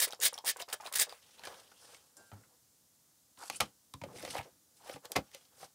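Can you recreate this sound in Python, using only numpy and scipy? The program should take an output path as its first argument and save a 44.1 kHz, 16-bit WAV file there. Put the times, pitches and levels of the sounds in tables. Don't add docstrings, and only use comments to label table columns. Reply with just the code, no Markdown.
import sys
import numpy as np
from scipy import signal
from scipy.fft import rfft, irfft
from scipy.io import wavfile
from scipy.ndimage import uniform_filter1d

SR = 44100
rng = np.random.default_rng(int(sys.argv[2]) if len(sys.argv) > 2 else 0)


def magnitude_from_level(level_db):
    exponent = np.asarray(level_db, float) / 20
    return 10 ** exponent


def generate_wav(sig):
    pcm = np.round(np.clip(np.atleast_2d(sig).T, -1, 1) * 32767).astype(np.int16)
    wavfile.write(sys.argv[1], SR, pcm)


N = 253134
T = np.arange(N) / SR

# (start [s], rise [s], fall [s], jet level [dB])
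SQUEEZES = [(0, 0.00058, .013, -28.5), (.006, .017, .045, -26), (0.205, .054, 0.033, -24),
            (.448, 0.044, .031, -28.5), (.588, 0.019, .033, -47), (0.726, 0.0025, 0.023, -33.5),
            (.84, .016, 0.056, -54.5), (.924, 0.0018, 0.006, -41), (.934, 0.0054, .012, -35.5),
            (.951, 0.009, 0.013, -28.5), (.969, 0.003, 0.012, -31), (0.985, 0.005, 0.013, -34),
            (0.992, 0.005, .016, -27), (1.002, .014, 0.028, -26)]
# (start [s], fall [s], jet level [dB])
DRIBBLES = [
    (0.074, 0.018, -50.5),
    (.104, 0.058, -59.5),
    (.331, 0.058, -60),
    (.375, 0.023, -62),
    (0.565, 0.022, -57),
    (.683, 0.094, -58),
    (.803, 0.049, -61.5),
    (1.039, 0.02, -52),
    (1.086, 0.13, -61),
]
# (frequency [Hz], density [dB per Hz])
JET_SPECTRUM = [(180, -37), (300, -22.5), (510, -8.5), (1270, -17), (1850, -1), (2540, -9.5), (3370, -3),
                (6210, -4.5), (9870, -1), (11100, -6), (15700, -4.5)]
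# (frequency [Hz], width [Hz], level [dB])
NOZZLE_RESONANCES = [(1710, 140, -2.5), (3810, 420, -2.5), (5100, 2400, -3), (8800, 3200, -3),
                     (10600, 700, -28)]
# (start [s], length
# [s], from [Hz], to [Hz], level [dB])
WHISTLES = [(.005, .05, 9000, 8500, -38), (.022, .014, 5100, 4900, -36), (.04, .022, 2100, 1900, -42),
            (.212, .075, 1750, 1800, -46), (.238, .042, 4150, 3150, -34.5), (.236, .03, 9900, 10300, -36),
            (.24, .035, 8800, 8600, -38), (.238, .03, 5900, 5500, -39), (.212, .03, 6700, 6900, -43),
            (.34, .008, 5900, 5300, -42), (.339, .022, 9600, 9600, -58), (.468, .03, 8700, 8600, -40),
            (.48, .035, 1850, 1750, -47), (.48, .025, 5300, 5000, -43), (.998, .025, 4900, 4700, -36),
            (.998, .035, 9000, 8500, -37), (1.093, .028, 4800, 4800, -56), (1.945, .022, 8300, 8200, -65)]
# (time [s], peak [dB])
LEVER_STOPS = [
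    (.123, -26),
    (0.3771, -26),
    (0.8614, -26.5),
]
# (time [s], peak [dB], pitch [Hz])
VALVE_TICKS = [(.0014, -13.5, 8800), (0.077, -30.5, 9900), (.0864, -37, 10900), (.106, -32, 5770),
               (.146, -34.5, 6160), (0.2003, -27, 7600), (0.3304, -30, 9600), (0.3395, -26, 6500),
               (0.446, -28.5, 7910), (.4518, -29, 9200), (0.5681, -29, 9100), (.599, -28.5, 2840),
               (0.616, -28, 6800), (0.6214, -23.5, 4430), (.6863, -36.5, 5430), (.6997, -33, 4570),
               (.7267, -26, 3530), (0.809, -39, 6760), (.9255, -26, 10500), (.94, -35, 8290),
               (.984, -15, 8600), (0.9966, -11, 8600), (1.049, -36.5, 7690), (1.0932, -33.5, 4350),
               (1.1236, -38, 4230)]
# (time [s], peak [dB], pitch [Hz], T60 [s])
BOTTLE_BUMPS = [(0.07, -40.5, 463, 0.062), (0.099, -48.5, 815, 0.22), (0.132, -37, 754, 0.017),
                (0.192, -48.5, 500, 0.22), (0.287, -50.5, 553, 0.018), (0.325, -40.5, 780, 0.039),
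                (0.352, -46.5, 826, 0.058), (0.376, -45.5, 925, 0.12), (0.386, -47, 720, 0.032),
                (0.44, -42.5, 740, 0.25), (0.561, -41, 887, 0.033), (0.585, -45.5, 870, 0.035),
                (0.6, -38, 600, 0.06), (0.68, -45.5, 694, 0.13), (0.699, -46.5, 846, 0.21),
                (0.727, -37, 600, 0.09), (0.8, -41.5, 814, 0.043), (0.826, -48, 800, 0.1),
                (0.855, -39, 780, 0.077), (0.874, -39.5, 1140, 0.034), (0.914, -44.5, 1020, 0.18),
                (1.067, -47.5, 500, 0.23), (1.124, -41.5, 860, 0.024)]
# (loudest at [s], swell [s], fade [s], hiss [dB], hollow share [dB])
SLIDES = [(1.25, 0.15, 0.58, -59.5, -8.5), (1.47, 0.091, 0.15, -53, 7.5), (1.6, 0.16, .04, -59, -2.5),
          (1.942, 0.26, 0.11, -56, -2), (3.55, 0.075, 0.016, -58, -8), (4.18, .09, .25, -53, -4),
          (4.376, .16, .08, -46.5, 2.5), (4.892, 0.081, 0.07, -48, .4), (4.96, .09, .015, -50, 0),
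          (5.058, 0.02, 0.012, -47, 7.5), (5.27, 0.088, .1, -65, 0), (5.344, 0.027, 0.14, -54, -3.5),
          (5.628, 0.088, 0.064, -53, 1.5)]
# (loudest at [s], swell [s], fade [s], hiss [dB], hollow share [dB])
BRUSHES = [(1.84, 0.09, .1, -60, -12), (4.165, .03, .12, -54, -20), (4.31, .06, .06, -50, -12),
           (3.535, .02, .08, -55, -20), (2.549, .02, 0.031, -78.5, 8), (5.639, 0.063, 0.021, -51.5, -10),
           (4.77, 0.024, .08, -64, -15), (2.3, 0.16, 0.025, -68, -9), (2.432, 0.9, 0.22, -72, 3),
           (3.391, 0.013, .08, -56.5, 0), (3.435, 0.056, 0.06, -55, -0.5), (3.48, 0.073, 0.018, -50, -14),
           (3.571, .035, 0.0094, -48, -20), (5.124, .008, .024, -48.5, -4), (5.122, .04, .03, -64, 14)]
# (time [s], fade [s], hiss [dB], hollow [dB], rumble [dB])
SHUDDERS = [
    (2.171, 0.096, -77, -59, -62),
    (2.329, 0.12, -76, -56.5, -55),
    (3.51, 0.019, -61, -56, -58),
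    (3.53, 0.14, -62, -55, -60),
    (3.621, 0.051, -41.5, -41, -35.5),
    (3.95, 0.067, -74, -68, -55),
    (4.04, .4, -86, -58, -48),
    (5.18, 0.038, -61, -38, -33.5),
]
# (time [s], peak [dB], loudest ring [Hz], crack [dB])
TRAY_KNOCKS = [
    (1.393, -43, 900, -7.5),
    (1.435, -33.5, 1780, -10),
    (1.451, -34.5, 1710, -3),
    (1.471, -26, 840, -22),
    (1.715, -46, 1480, -14),
    (1.945, -40.5, 3280, -5),
    (2.315, -40.5, 1290, -32),
]
# (time [s], peak [dB], loudest ring [Hz], crack [dB])
LID_KNOCKS = [(3.373, -46.5, 1040, -16), (3.434, -38, 860, -5), (3.498, -24, 1120, -3),
              (3.937, -33.5, 1060, -3.5), (4.014, -31.5, 910, -15), (4.036, -28, 550, -21),
              (4.158, -44, 2100, -14), (4.184, -37.5, 2080, -9), (4.226, -39, 2000, 0),
              (4.249, -29.5, 520, -5), (4.276, -32.5, 517, -21), (4.311, -45, 845, -3),
              (4.351, -22.5, 794, -45), (4.366, -28, 780, -22), (4.381, -27, 760, -30),
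              (4.876, -41, 800, -10.5), (4.894, -31, 540, -32), (4.938, -42, 1760, -3.5),
              (4.96, -36, 470, -37), (5.053, -41, 512, 2.5), (5.118, -40, 830, 12), (5.314, -53, 1960, 4),
              (5.346, -37.5, 545, -0.5), (5.628, -36.5, 766, -37)]
# (time [s], peak [dB], loudest ring [Hz], crack [dB])
RIM_SNAPS = [
    (3.601, -19, 1220, -16),
    (3.604, -14, 1220, -3),
    (3.612, -19.5, 831, -13),
    (5.153, -31, 560, -24),
    (5.157, -16.5, 2050, -27),
    (5.161, -14, 541, -12.5),
    (5.175, -30, 500, -22),
]
# (time [s], peak [dB])
RIM_CLICKS = [
    (5.1185, -24),
    (5.1625, -26.5),
]
# (frequency [Hz], density [dB per Hz])
PLASTIC_SPECTRUM = [(150, -23), (400, -7), (1000, -5), (1550, -8), (2500, -5), (5000, -7.5), (9000, -13.5),
                    (16000, -29.5)]
# (frequency [Hz], width [Hz], level [dB])
TRAY_MODES = [(300, 90, 9), (540, 110, 8), (795, 230, 10.5), (1220, 64, 0.5), (2050, 810, 3.5),
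              (2430, 490, 5), (3100, 160, 2.5), (3950, 1000, 5)]
# (time [s], peak [dB])
TABLE_THUDS = [(1.471, -69), (2.315, -47), (3.373, -53.5), (3.499, -54), (3.603, -43), (3.936, -36.5),
               (4.013, -34.5), (4.16, -58), (4.278, -43.5), (4.38, -34), (4.937, -40.5), (5.158, -46),
               (5.161, -30), (5.175, -43), (5.627, -53)]
# (frequency [Hz], level [dB], T60 [s])
TABLE_MODES = [(110, 3, 0.078), (140, 3.5, 0.13), (184, -3, 0.16), (272, -1, 0.11)]
# (time [s], level [dB], frequency [Hz], T60 [s])
LANDING = [
    (2.32, -41, 101, 0.22),
    (2.315, -52, 390, .06),
    (2.325, -51, 210, .12),
    (2.372, -53, 275, 0.09),
    (2.407, -50, 110, 0.097),
]
# (loudest at [s], swell [s], fade [s], level [dB], pitch [Hz])
RASPS = [(2.44, 0.015, 0.02, -65.5, 1800), (3.385, .012, 0.079, -58.5, 1150), (3.43, 0.03, 0.07, -55, 1250),
         (3.551, 0.098, 0.017, -64, 3100), (4.25, .12, 0.12, -55.5, 2280),
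         (4.385, 0.058, 0.06, -50.5, 2270), (4.472, 0.038, .03, -58, 550), (3.1, .06, .05, -79, 1330),
         (4.25, .12, .1, -60, 12000), (4.38, .08, .03, -56, 11500), (4.9, .05, .1, -62, 12000),
         (5.165, .006, .03, -46, 12500), (5.63, .06, .03, -61, 12500)]
# (start [s], length [s], from [Hz], to [Hz], level [dB])
SCRAPES = [(1.75, .07, 3100, 3300, -69), (1.78, .1, 5600, 5400, -68), (1.79, .09, 10000, 9300, -68),
           (2.17, .07, 800, 740, -68), (2.18, .04, 420, 450, -68), (2.49, .06, 900, 780, -74),
           (3.408, .045, 950, 850, -56), (3.52, .05, 2700, 3050, -54), (3.55, .027, 7300, 7700, -53),
           (3.556, .022, 9400, 9500, -46), (4.055, .03, 420, 380, -53), (4.085, .05, 850, 700, -57),
           (4.125, .055, 420, 380, -53), (4.225, .035, 520, 540, -45), (4.31, .045, 6400, 6100, -58),
           (4.33, .025, 800, 760, -48), (4.385, .037, 780, 740, -46), (4.378, .025, 2500, 2200, -50),
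           (4.8, .03, 900, 800, -64), (4.835, .055, 750, 800, -60), (4.91, .025, 5000, 5600, -57),
           (5.095, .04, 560, 580, -55)]
# (time [s], peak [dB], pitch [Hz], T60 [s])
CRACKLES = [(.116, -42, 5900, .012), (.7, -44, 9200, .008), (.712, -46, 8500, .008), (.82, -46, 6800, .01),
            (.889, -44, 9000, .008), (.624, -37, 690, .05), (.689, -44, 580, .03), (.74, -34, 1450, .02),
            (.742, -38, 620, .03), (.836, -42, 1100, .03), (.877, -38, 1370, .04),
            (1.3945, -38, 4300, .008), (1.419, -48, 2500, .008), (1.444, -38, 1800, .012),
            (1.457, -35, 2400, .012), (1.458, -41, 9000, .01), (1.4715, -33, 4700, .006),
            (1.534, -46, 900, .04), (1.602, -52, 3500, .01), (1.605, -52, 10000, .008),
            (1.67, -56, 4500, .006), (1.678, -52, 3200, .008), (1.855, -44, 5200, .008),
            (1.891, -52, 800, .03), (1.926, -48, 8000, .008), (2.378, -60, 1450, .03),
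            (2.41, -60, 1400, .03), (2.436, -58, 1450, .03), (3.391, -52, 7000, .02),
            (3.46, -49, 1300, .02), (4.087, -46, 900, .03), (4.196, -44, 2100, .015),
            (4.215, -46, 5000, .01), (4.238, -43, 2200, .015), (4.254, -38, 3000, .012),
            (4.304, -45, 2100, .02), (4.313, -45, 4000, .014), (4.341, -42, 2000, .015),
            (4.16, -46, 2300, .02), (4.365, -40, 1700, .015), (4.29, -47, 3200, .01),
            (4.455, -47, 490, .04), (4.895, -42, 4300, .01), (4.94, -44, 2800, .01),
            (5.055, -40, 4300, .008), (5.119, -32, 4600, .007), (5.163, -19, 550, .09),
            (3.606, -22, 3500, .015), (5.331, -56, 1900, .02)]
# (frequency [Hz], level [dB], T60 [s])
GLASS_MODES = [(590, -62, 0.2), (1400, -67, 0.96), (1575, -59.5, 0.72), (2770, -74.5, 0.74),
               (7320, -43, 0.072), (8500, -43, 0.057), (10400, -61, 0.079)]
# (frequency [Hz], density [dB per Hz])
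MIC_HISS_SPECTRUM = [(15, -47), (25, -20), (91, -4.5), (324, -8), (370, -15.5), (460, -11.5), (2580, -20.5),
                     (2800, -18), (6630, -10), (15700, -15)]


def unit(x):
    return x / np.sqrt(np.mean(x ** 2))


def band(x, lo_hz, hi_hz):
    sos = signal.butter(2, [lo_hz, min(hi_hz, SR / 2.2)], "band", fs=SR, output="sos")
    return signal.sosfilt(sos, x)


def colour(x, points, peaks=()):
    hz = np.maximum(np.arange(1025) * SR / 2048, 1)
    db = np.interp(np.log(hz), np.log([p[0] for p in points]), [p[1] for p in points])
    db = db + sum(gain / (1 + (2 * (hz - centre) / width) ** 2) for centre, width, gain in peaks)
    cepstrum = irfft(np.log(magnitude_from_level(db)))
    cepstrum[1:1024] *= 2
    cepstrum[1025:] = 0
    impulse = irfft(np.exp(rfft(cepstrum)))
    return unit(signal.fftconvolve(x, impulse)[:len(x)])


def flutter(rate_hz, depth_db):
    hold = int(SR / rate_hz)
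    levels = np.repeat(rng.standard_normal(N // hold + 1), hold)[:N]
    return unit(magnitude_from_level(depth_db * uniform_filter1d(levels, hold // 2 + 1)))


def grit(rate_hz, spread_db):
    clicks = (rng.random(N) < rate_hz / SR) * rng.standard_normal(N)
    return unit(clicks * magnitude_from_level(spread_db * rng.exponential(size=N)))


def decay(t60, size):
    return np.exp(-np.log(1000) * T[:size] / t60)


def ring(hz, t60, size=9000):
    return np.sin(2 * np.pi * hz * T[:size]) * decay(t60, size)


def burst(lo_hz, hi_hz, t60, size=9000):
    x = band(rng.standard_normal(size) * decay(t60, size), lo_hz, hi_hz)
    return x / np.abs(x).max()


def swell(s, rise, fall):
    return magnitude_from_level(20 * np.minimum((T - s) / rise, (s - T) / fall))


def add(out, s, x):
    i = int(s * SR)
    out[i:i + len(x)] += x[:N - i]


def glide(rows, share, wider_hz=0, grain_db=0):
    out = np.zeros(N)
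    for s, length, from_hz, to_hz, db in rows:
        part = np.linspace(0, 1, int(length * SR))
        real, imaginary, loudness = rng.standard_normal((3, 6000))
        grains = (real + 1j * imaginary) * magnitude_from_level(grain_db * np.repeat(loudness, 90)[:6000])
        lowpass = signal.butter(2, (share * from_hz + wider_hz) / 2, fs=SR)
        slow = signal.lfilter(*lowpass, grains)[1000:1000 + len(part)]
        phase = 2 * np.pi * np.cumsum(from_hz + (to_hz - from_hz) * part) / SR
        note = unit((slow * np.exp(1j * phase)).real)
        add(out, s, magnitude_from_level(db) * note * np.sin(np.pi * part) ** .8)
    return out


def spray():
    dribble_rise_s = 0.0059
    dull_knee_db, dull_slope = -47, 0.76
    jet_flow, dull_flow = np.zeros((2, N))
    for s, rise, fall, db in SQUEEZES + [(s, dribble_rise_s, fall, db) for s, fall, db in DRIBBLES]:
        dull_db = min(dull_slope * (dull_knee_db - db), 1.5)
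        stroke = np.interp(T, [s, s + rise, s + rise + fall], [0, 1, 2])
        pressure = np.maximum(np.sin(np.pi / 2 * stroke), 0) ** 1.28
        jet_flow += pressure * magnitude_from_level(db)
        dull_flow += pressure * magnitude_from_level(db + dull_db)
    tearing = rng.standard_normal(N) * flutter(400, 1.7) + .2 * grit(3000, 1.2)
    jet = colour(tearing, JET_SPECTRUM) * flutter(120, 0.4)
    for hz, width, db in NOZZLE_RESONANCES:
        resonance = unit(band(tearing, hz - width / 4, hz + width / 4))
        jet = jet + magnitude_from_level(db - 20.5) * resonance * flutter(69.5, 5.6)
    top = band(jet, 10500, 15000)
    jet = jet - top * np.clip(1 - jet_flow / magnitude_from_level(-32), 0, .6)
    spits = unit(band(grit(600, 1.2), 1500, 10000))
    dull = unit(band(tearing[::-1], 1090, 2960)) * flutter(150, 0.65)
    blast_rumble = unit(band(rng.standard_normal(N), 92, 480))
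    out = jet_flow * (jet + magnitude_from_level(-36.0) * blast_rumble)
    out = out + magnitude_from_level(-4) * np.minimum(jet_flow, magnitude_from_level(-49)) * spits
    return out + magnitude_from_level(-2.5) * dull_flow * dull


def whistles():
    return glide(WHISTLES, .05)


def trigger():
    stop_hz, rebound_hz, rebound_s, rebound_db = 3370, 4640, .0087, -1.2
    out = np.zeros(N)
    lever = []
    for s, db in LEVER_STOPS:
        lever += [(s, db, stop_hz), (s + rebound_s, db + rebound_db, rebound_hz)]
    for s, db, hz in lever + VALVE_TICKS:
        tick = burst(hz / 1.24, hz * 1.156, 0.012)
        tick = tick + magnitude_from_level(-11) * burst(8700, 19000, 0.0066) + magnitude_from_level(-6.5) * burst(3000, 11000, 0.0083)
        add(out, s + 0.001, magnitude_from_level(db - 6.0) * tick)
    return out


def bottle():
    glug_db, glug_t60_s, glug_sag_per_s = -6.5, 0.035, 18
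    out = np.zeros(N)
    t = T[:2000]
    for s, db, hz, t60 in BOTTLE_BUMPS:
        bump = burst(hz / 1.174, hz * 1.19, t60) + magnitude_from_level(2) * burst(470, 1200, t60)
        add(out, s, magnitude_from_level(db - 3.0) * bump)
        glug = np.sin(2 * np.pi * 1.2 * hz * t * (1 - glug_sag_per_s * t / 2)) * decay(glug_t60_s, 2000)
        add(out, s + 0.00196, magnitude_from_level(db + glug_db) * glug)
    return out


def strokes(rows):
    rumble_share_db = -16
    gains = np.zeros((3, N))
    for s, rise, fall, db, share in rows:
        levels = np.array([[db], [db + share], [db + share + rumble_share_db]])
        gains += swell(s, rise, fall) * magnitude_from_level(levels)
    return gains


def rubbing():
    slide_hz, brush_hz, shudder_rise_s = 4620, 7060, 0.0047
    slips = rng.standard_normal(N) * flutter(120, 2.7) + 0.064 * grit(820, 0.92)
    slide, brush = strokes(SLIDES), strokes(BRUSHES)
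    for s, fall, *db in SHUDDERS:
        slide = slide + swell(s, shudder_rise_s, fall) * magnitude_from_level(np.array(db)[:, None])
    gain = slide + brush
    centre = np.log(slide_hz) + np.log(brush_hz / slide_hz) * brush[0] / gain[0]
    hiss = .5 * colour(slips, [(800, -32.0), (2000, 1.5), (9000, 8), (11500, -7.5), (16000, -1.5)])
    for hz in (2500, 3700, 5500, 8000, 10000):
        patch = unit(band(slips, hz / 1.4, hz * 1.2)) * flutter(50, 2.5)
        hiss = hiss + patch * np.exp(-((centre - np.log(hz)) / 0.53) ** 2)
    body = colour(rng.standard_normal(N), [(200, -25.5), (400, 1), (900, -1), (1600, -1.5), (2500, -19)],
                  [(530, 64, 6.0), (826, 105, 4.9)])
    body = body * flutter(90, 2.5)
    rumble = unit(band(rng.standard_normal(N), 70, 280)) * flutter(25, 0.86)
    return magnitude_from_level(-7.0) * gain[0] * hiss + magnitude_from_level(-6.5) * gain[1] * body + magnitude_from_level(-5.5) * gain[2] * rumble


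def plastic_knocks():
    out = np.zeros(N)
    blows = []
    for rows, t60 in ((TRAY_KNOCKS, 0.06), (LID_KNOCKS, 0.055), (RIM_SNAPS, 0.072)):
        blows += [(*row, t60) for row in rows]
    for s, db, own_hz, crack_db, t60 in blows:
        chance = rng.standard_normal(len(TRAY_MODES))
        spot = [(hz, width, gain + 0.78 * a) for (hz, width, gain), a in zip(TRAY_MODES, chance)]
        shake = burst(134, 1350, t60) + magnitude_from_level(0.59 * crack_db + 21.5) * burst(870, 18000, 0.56 * t60)
        plate = colour(shake, PLASTIC_SPECTRUM, spot)
        own_ring = ring(own_hz, 0.79 * t60 * min(650 / own_hz, 1))
        panel = signal.fftconvolve(own_ring, burst(137, 5900, 0.031, size=1500))[:len(plate)]
        plate = plate / np.abs(plate).max() + 0.56 * panel / np.abs(panel).max()
        crack = burst(2200, 9800, 0.25 * t60)
        crack = crack + magnitude_from_level(0.51 * crack_db - 6.5) * burst(8300, 19000, 0.071 * t60)
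        add(out, s + 0.00118, magnitude_from_level(db - 5.0) * plate + magnitude_from_level(db + crack_db + 0.5) * crack)
    for s, db in RIM_CLICKS:
        add(out, s, magnitude_from_level(db) * burst(6000, 22000, .008))
    return out


def table():
    out = np.zeros(N)
    for s, db in TABLE_THUDS:
        modes = sum(magnitude_from_level(gain) * ring(hz, t60) for hz, gain, t60 in TABLE_MODES)
        thud = signal.fftconvolve(modes, burst(53, 620, 0.048, size=3000))
        add(out, s + 0.00533, magnitude_from_level(db - 6.5) * thud / np.abs(thud).max())
    for s, db, hz, t60 in LANDING:
        soft_front = np.minimum(T[:9000] / 0.016, 1)
        add(out, s, magnitude_from_level(db) * ring(hz, t60) * soft_front)
    return out


def rasp():
    slips = (grit(700, 2) + .4 * rng.standard_normal(N)) * flutter(60, 2.5)
    out = np.zeros(N)
    for s, rise, fall, db, hz in RASPS:
        out += magnitude_from_level(db) * swell(s, rise, fall) * unit(band(slips, hz / 1.39, hz * 1.22))
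    return out


def scrapes():
    return glide(SCRAPES, .16, wider_hz=260, grain_db=3.5)


def crackle():
    out = np.zeros(N)
    for s, db, hz, t60 in CRACKLES:
        puff = burst(hz / 1.5, hz * 1.6, .8 * t60, size=3000)
        add(out, s, magnitude_from_level(db - 5.0) * (ring(hz, t60, size=3000) + magnitude_from_level(-1.5) * puff))
    return out


def chink():
    touched_s, damped_s = 2.168, 2.31
    out = np.zeros(N)
    modes = sum(magnitude_from_level(db) * ring(hz, t60) for hz, db, t60 in GLASS_MODES) * np.minimum(T[:9000] / 0.023, 1)
    add(out, touched_s, modes + magnitude_from_level(-43) * burst(4700, 11400, 0.066))
    return out * flutter(38.6, 0.78) * np.clip((damped_s - T) / 0.0057 + 1, 0, 1)


def small_room(near):
    tail = burst(170, 6100, 0.096)
    tail = tail / np.sqrt(np.sum(tail ** 2))
    return signal.fftconvolve(near, np.r_[np.zeros(180), tail])[:N]


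def microphone_hiss():
    return magnitude_from_level(-68.5) * colour(rng.standard_normal(N), MIC_HISS_SPECTRUM)


def channel_difference(near, room):
    side = magnitude_from_level(-82) * colour(rng.standard_normal(N), [(30, -14), (400, -0.5), (900, -12.5), (3000, -12.5),
                                                      (7000, -1.0), (16000, -1.0)])
    side = side + magnitude_from_level(-36) * np.roll(band(room, 280, 600), 60)
    side = side + magnitude_from_level(-46.5) * np.roll(band(room, 900, 5000), 40)
    return side + magnitude_from_level(-39) * np.roll(band(near, 3500, 15000), 3)


def scene():
    near = spray() + whistles() + trigger() + bottle()
    near = near + rubbing() + plastic_knocks() + table()
    near = near + rasp() + scrapes() + crackle() + chink()
    room = small_room(near)
    mid = near + magnitude_from_level(-15) * room + microphone_hiss()
    side = channel_difference(near, room)
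    return np.array([mid + side, mid - side])


def low_pass(x):
    return signal.sosfilt(signal.butter(12, 16550, fs=SR, output="sos"), x)


def record(dry):
    dry = signal.sosfilt(signal.butter(3, 50, "high", fs=SR, output="sos"), dry)
    dry = signal.sosfilt(signal.cheby2(12, 28, 15950, fs=SR, output="sos"), dry)
    return low_pass(dry)


dry = scene()
out = record(dry)
generate_wav(out)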